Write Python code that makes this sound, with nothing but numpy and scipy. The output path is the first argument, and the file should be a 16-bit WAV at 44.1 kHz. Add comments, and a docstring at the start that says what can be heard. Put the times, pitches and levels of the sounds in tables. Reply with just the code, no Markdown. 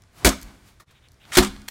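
"""A big fibreboard panel is swung twice against a stone wall on a patio. Each swing swishes, then the
face slaps and cracks, its fibres crunch, and the sheet booms and flaps; wall and doorway answer.
The board drags on the stone after each hit, and the second swing also scrapes on its way in.
Chips tick on the paving, a piece clacks down, and feet and clothes scuff between the blows."""
import sys
import numpy as np
from scipy import signal
from scipy.fft import rfft, irfft, next_fast_len
from scipy.io import wavfile
from scipy.ndimage import map_coordinates

SR = 44100
rng = np.random.default_rng(int(sys.argv[2]) if len(sys.argv) > 2 else 0)


def dump_mix(stems):
    """Bounce the given channels to the path in sys.argv[1] as a 16-bit WAV at rate SR."""
    frames = np.atleast_2d(stems).T  # one column per channel
    limited = np.clip(frames, -1, 1)  # hard clip at full scale
    pcm = np.round(limited * 32767).astype(np.int16)
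    wavfile.write(sys.argv[1], SR, pcm)


N = 74970

# Panel hits on the wall, two per swing: t/s, crunch/dB, crush length/s, tilt/(dB/oct), resonance/Hz,
# resonance/dB, crack/dB, boom/dB, most excited pitch/Hz, air push/dB, ring time factor
SLAMS = [(0.2473, -11.5, 0.013, 1.04, 1860, 3.5, -5.5, -13, 393, -10, 0.82),
         (0.2664, -12.5, 0.009, 0.77, 604, 12.5, -15.5, -8, 264, -27, 0.53),
         (1.3707, -9, 0.0034, 0.87, 1980, -1, -16, -14.5, 348, -38, 1),
         (1.382, -8.5, 0.0071, -1.5, 4100, 5, -43, -12.5, 185.6, -14, 1.1)]


def amp(db):
    """Decibels to gain."""
    return 10 ** (np.asarray(db) / 20)


def unit(x):
    """Scale to rms 1."""
    return x / np.sqrt(np.mean(x ** 2) + 1e-20)


def along(points, hz):
    """Read a curve of (f/Hz, value) points on a log-frequency axis."""
    f, v = np.transpose(points)
    return np.interp(np.log(hz + 1), np.log(f + 1), v)


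def since(s):
    """Seconds since s, for every sample."""
    return np.arange(N) / SR - s


def burst(s, hold, t60):
    """Envelope: instant attack, hold, exponential release."""
    t = since(s)
    return (t >= 0) * amp(-60 * np.maximum(t - hold, 0) / t60)


def swells(rows):
    """Half-sine envelopes from rows of t/s, length/s, level/dB."""
    return sum(amp(db) * np.sin(np.pi * np.clip(since(s) / length, 0, 1)) for s, length, db in rows)


def wobble(rate):
    """A smooth random curve, rate knots a second."""
    return map_coordinates(rng.standard_normal(400), [np.arange(N) * rate / SR], mode="wrap")


def bell(hz, centre_hz, octaves=.33):
    """An EQ bell of height 1 on a log-frequency axis."""
    return np.exp(-(np.log2((hz + 1) / centre_hz) / octaves) ** 2)


def colour(x, points, tilt_db=0, peak_hz=1000, peak_db=0):
    """Minimum-phase EQ of unit power gain: a spectrum, a tilt per octave above 500 Hz and one bell."""
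    m = 2 * next_fast_len(N)
    hz = np.fft.rfftfreq(m, 1 / SR)
    peak = peak_db * bell(hz, peak_hz)
    tilt = tilt_db * np.log2(np.maximum(hz, 500) / 500)
    gain = unit(amp(np.maximum(along(points, hz), -70) + peak + tilt))
    cepstrum = irfft(np.log(gain), m)
    cepstrum[1:m // 2] *= 2  # folded forward, so nothing rings ahead of a transient
    cepstrum[m // 2 + 1:] = 0
    return irfft(rfft(x, m) * np.exp(rfft(cepstrum)), m)[:N]


def grains(per_s):
    """Tiny clicks at random times, rms 1."""
    return unit((rng.random(N) < per_s / SR) * rng.standard_normal(N))


def rubs(strokes, spectrum, t60, grains_per_s, rise_s=0.0047):
    """Short strokes of gritty friction, each through its own EQ."""
    out = np.zeros(N)
    for s, length, db, tilt_db, peak_hz, peak_db in strokes:
        stroke = burst(s, length, t60) * np.clip(since(s) / rise_s, 0, 1)
        out += amp(db) * colour(grains(grains_per_s) * stroke, spectrum, tilt_db, peak_hz, peak_db)
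    return out


def outdoor_air(level_db=-57.5):
    """A quiet, steady bed of outdoor air, mostly low rumble."""
    # Air spectrum: f/Hz, level/dB
    spectrum = [(20, -8), (55, 1.5), (110, 2.5), (200, -11.5), (500, -16.5), (1200, -19.5), (2300, -21),
                (2700, -27.5), (3400, -24.5), (9400, -32.5), (16000, -46.5)]
    return amp(level_db) * colour(rng.standard_normal(N), spectrum)


def patio(x, near_db=-15, far_db=-28, far_t60=0.97, predelay_s=0.0072):
    """Wall and doorway answer quickly; a faint tail comes from farther off."""
    # Decay of the near reflections: f/Hz, t60/s
    near_t60 = [(60, 0.16), (205, 0.43), (380, .19), (1500, 0.28), (5000, 0.28), (15000, 0.19)]
    # Tone of the far tail: f/Hz, level/dB
    far_tone = [(50, -1), (110, 0), (200, 1.5), (370, -11), (700, -11.5), (1400, -6.5), (8000, -11.5),
                (16000, -13)]
    hz, t, bands = signal.stft(rng.standard_normal(SR), SR, nperseg=256)
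    decay = amp(-60 * t / along(near_t60, hz)[:, None])
    near = signal.istft(bands * decay, SR, nperseg=256)[1]
    far = colour(rng.standard_normal(N) * burst(0, 0, far_t60), far_tone)
    tail = amp(near_db) * near[:SR] / np.linalg.norm(near) + amp(far_db) * far[:SR] / np.linalg.norm(far)
    return signal.fftconvolve(x, np.pad(tail, (round(predelay_s * SR), 0)))[:N]


def clothes():
    """Cloth rubs in soft, grainy swells between the blows."""
    # Rustles: t/s, length/s, level/dB
    rustles = [(0.87, 0.068, -63), (0.93, 0.075, -62), (1.015, 0.072, -60.5), (1.195, 0.086, -55)]
    # Cloth spectrum: f/Hz, level/dB
    cloth = [(500, -35), (1500, -4.5), (2500, 1), (3800, 1), (4800, -30), (16000, -22.5)]
    return swells(rustles) * colour(grains(per_s=8400), cloth)


def shoes():
    """Soles scuff on the paving."""
    # Scuffs: t/s, length/s, level/dB, tilt/(dB/oct), resonance/Hz, resonance/dB
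    scuffs = [(0.796, 0.0095, -48, 0.052, 1200, 2.4), (0.812, 0.029, -57, -2.4, 1174, 1.5),
              (0.906, 0.0078, -56, 1, 1430, 6.6)]
    # Sole spectrum: f/Hz, level/dB
    sole = [(120, -23), (200, -5.5), (968, -8), (1210, -1), (1680, -13), (1840, -5), (2650, -16),
            (4270, -11.5), (12400, -19), (16000, -23)]
    return rubs(scuffs, sole, t60=0.072, grains_per_s=8100)


def debris(chip_t60=0.008, piece_t60=0.022):
    """Chips tick on the paving and a larger piece clacks down."""
    # Chips landing: t/s, level/dB, tilt/(dB/oct)
    chips = [(0.021, -47, 3.5), (0.037, -50.5, -5), (0.415, -33.5, 10), (0.425, -35.5, -1), (0.43, -32, 6),
             (1.086, -48, 2), (1.1185, -48, 8), (1.133, -54, 9), (1.143, -54.5, 6), (1.253, -38.5, -11),
             (1.564, -35, -9), (1.618, -43, 4.5)]
    # Chip spectrum: f/Hz, level/dB
    chip_tone = [(300, -39.5), (1200, -3.5), (2500, -4.5), (5500, 6.5), (9000, -4.5), (16000, -16)]
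    # The broken piece lands, edge then face: t/s, level/dB
    landings = [(1.6808, -31), (1.685, -24.5)]
    # Body of the piece: f/Hz, level/dB
    piece_tone = [(300, -8), (600, -14), (900, -7.5), (2300, -1.5), (2600, -8.5), (3400, -5.5), (3800, -16),
                  (4280, -3), (5000, -9.5), (7250, -6.5), (10000, -12.5), (16000, -9)]
    ticks = sum(amp(db) * colour(rng.standard_normal(N) * burst(s, 0, chip_t60), chip_tone, tilt_db)
                for s, db, tilt_db in chips)
    contacts = sum(amp(db) * burst(s, 0, piece_t60) for s, db in landings)
    return ticks + colour(contacts * rng.standard_normal(N), piece_tone)


def swish():
    """Air rushes round the moving panel, loudest at top speed."""
    # Panel moves: t/s at top speed, level/dB, rise/(dB/s), fall/(dB/s), tilt/(dB/oct)
    moves = [(0.186, -49.5, 339, 123, 3), (0.246, -39, 220, 398, -1), (0.488, -50, 198, 129, -1),
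             (0.685, -54, 195.5, 224.5, 2.5), (1.331, -44, 186, 292, 1)]
    # Whoosh spectrum: f/Hz, level/dB
    whoosh = [(18, -36.5), (30, -10), (118, 2), (311, -7), (554, -12), (702, -7), (4650, -20), (8520, -25),
              (16000, -33.5)]
    out = np.zeros(N)
    for s, db, rise, fall, tilt_db in moves:
        envelope = amp(db + np.minimum(rise * since(s), -fall * since(s)))
        out += envelope * colour(rng.standard_normal(N), whoosh, tilt_db)
    return out


def scrape():
    """The board drags over the gritty stone."""
    # Drags: t/s, length/s, level/dB, tilt/(dB/oct), resonance/Hz, resonance/dB
    drags = [(0.287, 0.0046, -18, 3, 5730, 5), (0.297, 0.034, -33, -4, 1200, 3),
             (0.409, 0.024, -53, 6, 6000, 9), (1.3172, 0.015, -33, -0.5, 2130, 8),
             (1.329, 0.076, -29.5, 1, 8400, -1), (1.349, 0.013, -20.5, 1, 4000, 3),
             (1.402, 0.025, -26, -2.5, 700, 17.5), (1.423, 0.014, -24, 0, 1070, 6.5),
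             (1.444, 0.003, -23, 0.5, 8000, 1.5), (1.45, 0.026, -36, -1.5, 1500, -9)]
    # Grit spectrum: f/Hz, level/dB
    grit = [(180, -49.5), (300, -9.5), (614, -13.5), (1250, 0.5), (1430, -1.5), (2250, -3), (2740, -6.5),
            (3700, -1.5), (4020, -7.5), (8220, -7), (16000, -25)]
    return rubs(drags, grit, t60=0.042, grains_per_s=13000)


def flap(hz=47, jitter_s=0.0014):
    """The flexing board flaps in the hands after each blow: a low, unsteady tone."""
    # Flaps: t/s, length/s, level/dB
    flaps = [(0.31, 0.14, -48), (0.425, 0.0555, -34.5), (1.44, 0.19, -40.5)]
    return swells(flaps) * np.sin(2 * np.pi * hz * (since(0) + jitter_s * wobble(rate=45)))


def air_push(s, end_hz=42.6, sag_hz=24.3, sag_s=0.041, rise_s=.009, t60=.15):
    """The flexing sheet squeezes out a puff of air: a sub thump that sags in pitch."""
    t = np.maximum(since(s), 0)
    cycles = end_hz * t + sag_hz * sag_s * (1 - np.exp(-t / sag_s))
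    envelope = burst(s, 2 * rise_s, t60) * (1 - np.exp(-(t / rise_s) ** 2))
    return np.sin(2 * np.pi * cycles) * envelope


def boom(attack_share=0.034, excited_db=12, bend_share=.017):
    """Each hit pushes out air and rings the board; the contact point favours modes near one pitch."""
    # Board modes, before each hit's weighting and ring factor: f/Hz, level/dB, t60/s
    modes = [(103, -9.5, 0.14), (156.3, -15, 0.15), (203, -9.5, 0.27), (262.4, -11.5, 0.16),
             (277.5, -7, 0.13), (313.8, -15.5, 0.27), (364.3, -2, 0.12), (489.3, -18.5, 0.21),
             (593, -17.5, 0.14), (697.5, -8.5, 0.13), (766, -17, 0.18), (1029, -20, 0.31)]
    out = np.zeros(N)
    for s, *_, boom_db, excited_hz, push_db, ring in SLAMS:
        t = np.maximum(since(s), 0)
        for k, (hz, db, t60) in enumerate(modes):
            bend = 1 + bend_share * wobble(rate=45)  # flexing bends the pitch
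            bent_time = np.cumsum((t > 0) * bend) / SR
            tone = (-1) ** k * np.sin(2 * np.pi * hz * bent_time)
            attack = 1 - np.exp(-t / (attack_share * t60))  # long rings also swell slowly
            level_db = boom_db + db + excited_db * bell(hz, excited_hz) + rng.normal(0, 1)
            out += tone * attack * amp(level_db - 60 * t / (t60 * ring))
        out += amp(push_db) * air_push(s)
    return out


def crunch(slap_db=2, slap_t60=0.0036, fibre_t60=0.064):
    """The face slaps the stone with a hard crack, then its fibres break for a moment."""
    # Spectrum of slap and breaking fibres: f/Hz, level/dB
    spectrum = [(240, -8.5), (370, -6), (470, -14), (687, -11), (879, -12.5), (2250, -15), (2710, -16),
                (4440, -16), (5030, -17.5), (9470, -20.5), (16000, -28)]
    # Crack of the stiff face: f/Hz, level/dB, t60/s
    crack_modes = [(1610, -5.5, 0.035), (1657, -12.5, 0.013), (1906, -5.5, 0.017), (2258, -3.5, 0.031)]
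    out = np.zeros(N)
    for s, db, hold, tilt_db, peak_hz, peak_db, crack_db, *_ in SLAMS:
        fibres = grains(per_s=27000) * burst(s, hold, fibre_t60)
        slap = amp(slap_db) * rng.standard_normal(N) * burst(s, 0, slap_t60)
        out += amp(db) * colour(fibres + slap, spectrum, tilt_db, peak_hz, peak_db)
        for k, (hz, mode_db, t60) in enumerate(crack_modes):
            tone = (-1) ** k * np.sin(2 * np.pi * hz * since(s))
            out += amp(crack_db + mode_db) * tone * burst(s, 0, t60)
    return out


def scene():
    """Hits and friction echo on the patio over the air bed; the level dips briefly between the swings."""
    dip_at_s, dip_width_s, dip_db = .853, .017, -19
    contacts = crunch() + boom() + flap() + debris() + scrape() + shoes()
    mix = contacts + outdoor_air() + patio(contacts) + clothes() + swish()
    dip = amp(dip_db * np.exp(-(since(dip_at_s) / dip_width_s) ** 2))
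    return (mix * dip)[None]


def record(dry):
    """The blows overload the microphone softly; a steep low-pass trims the top."""
    ceiling, top_hz = 1.02, 16000
    clipped = dry / (1 + np.abs(dry / ceiling) ** 4) ** (1 / 4)
    m = 2 * next_fast_len(N)
    low_pass = 1 / (1 + (np.fft.rfftfreq(m, 1 / SR) / top_hz) ** 90)
    return irfft(rfft(clipped, m) * low_pass, m)[..., :N]


dry = scene()
out = record(dry)
dump_mix(out)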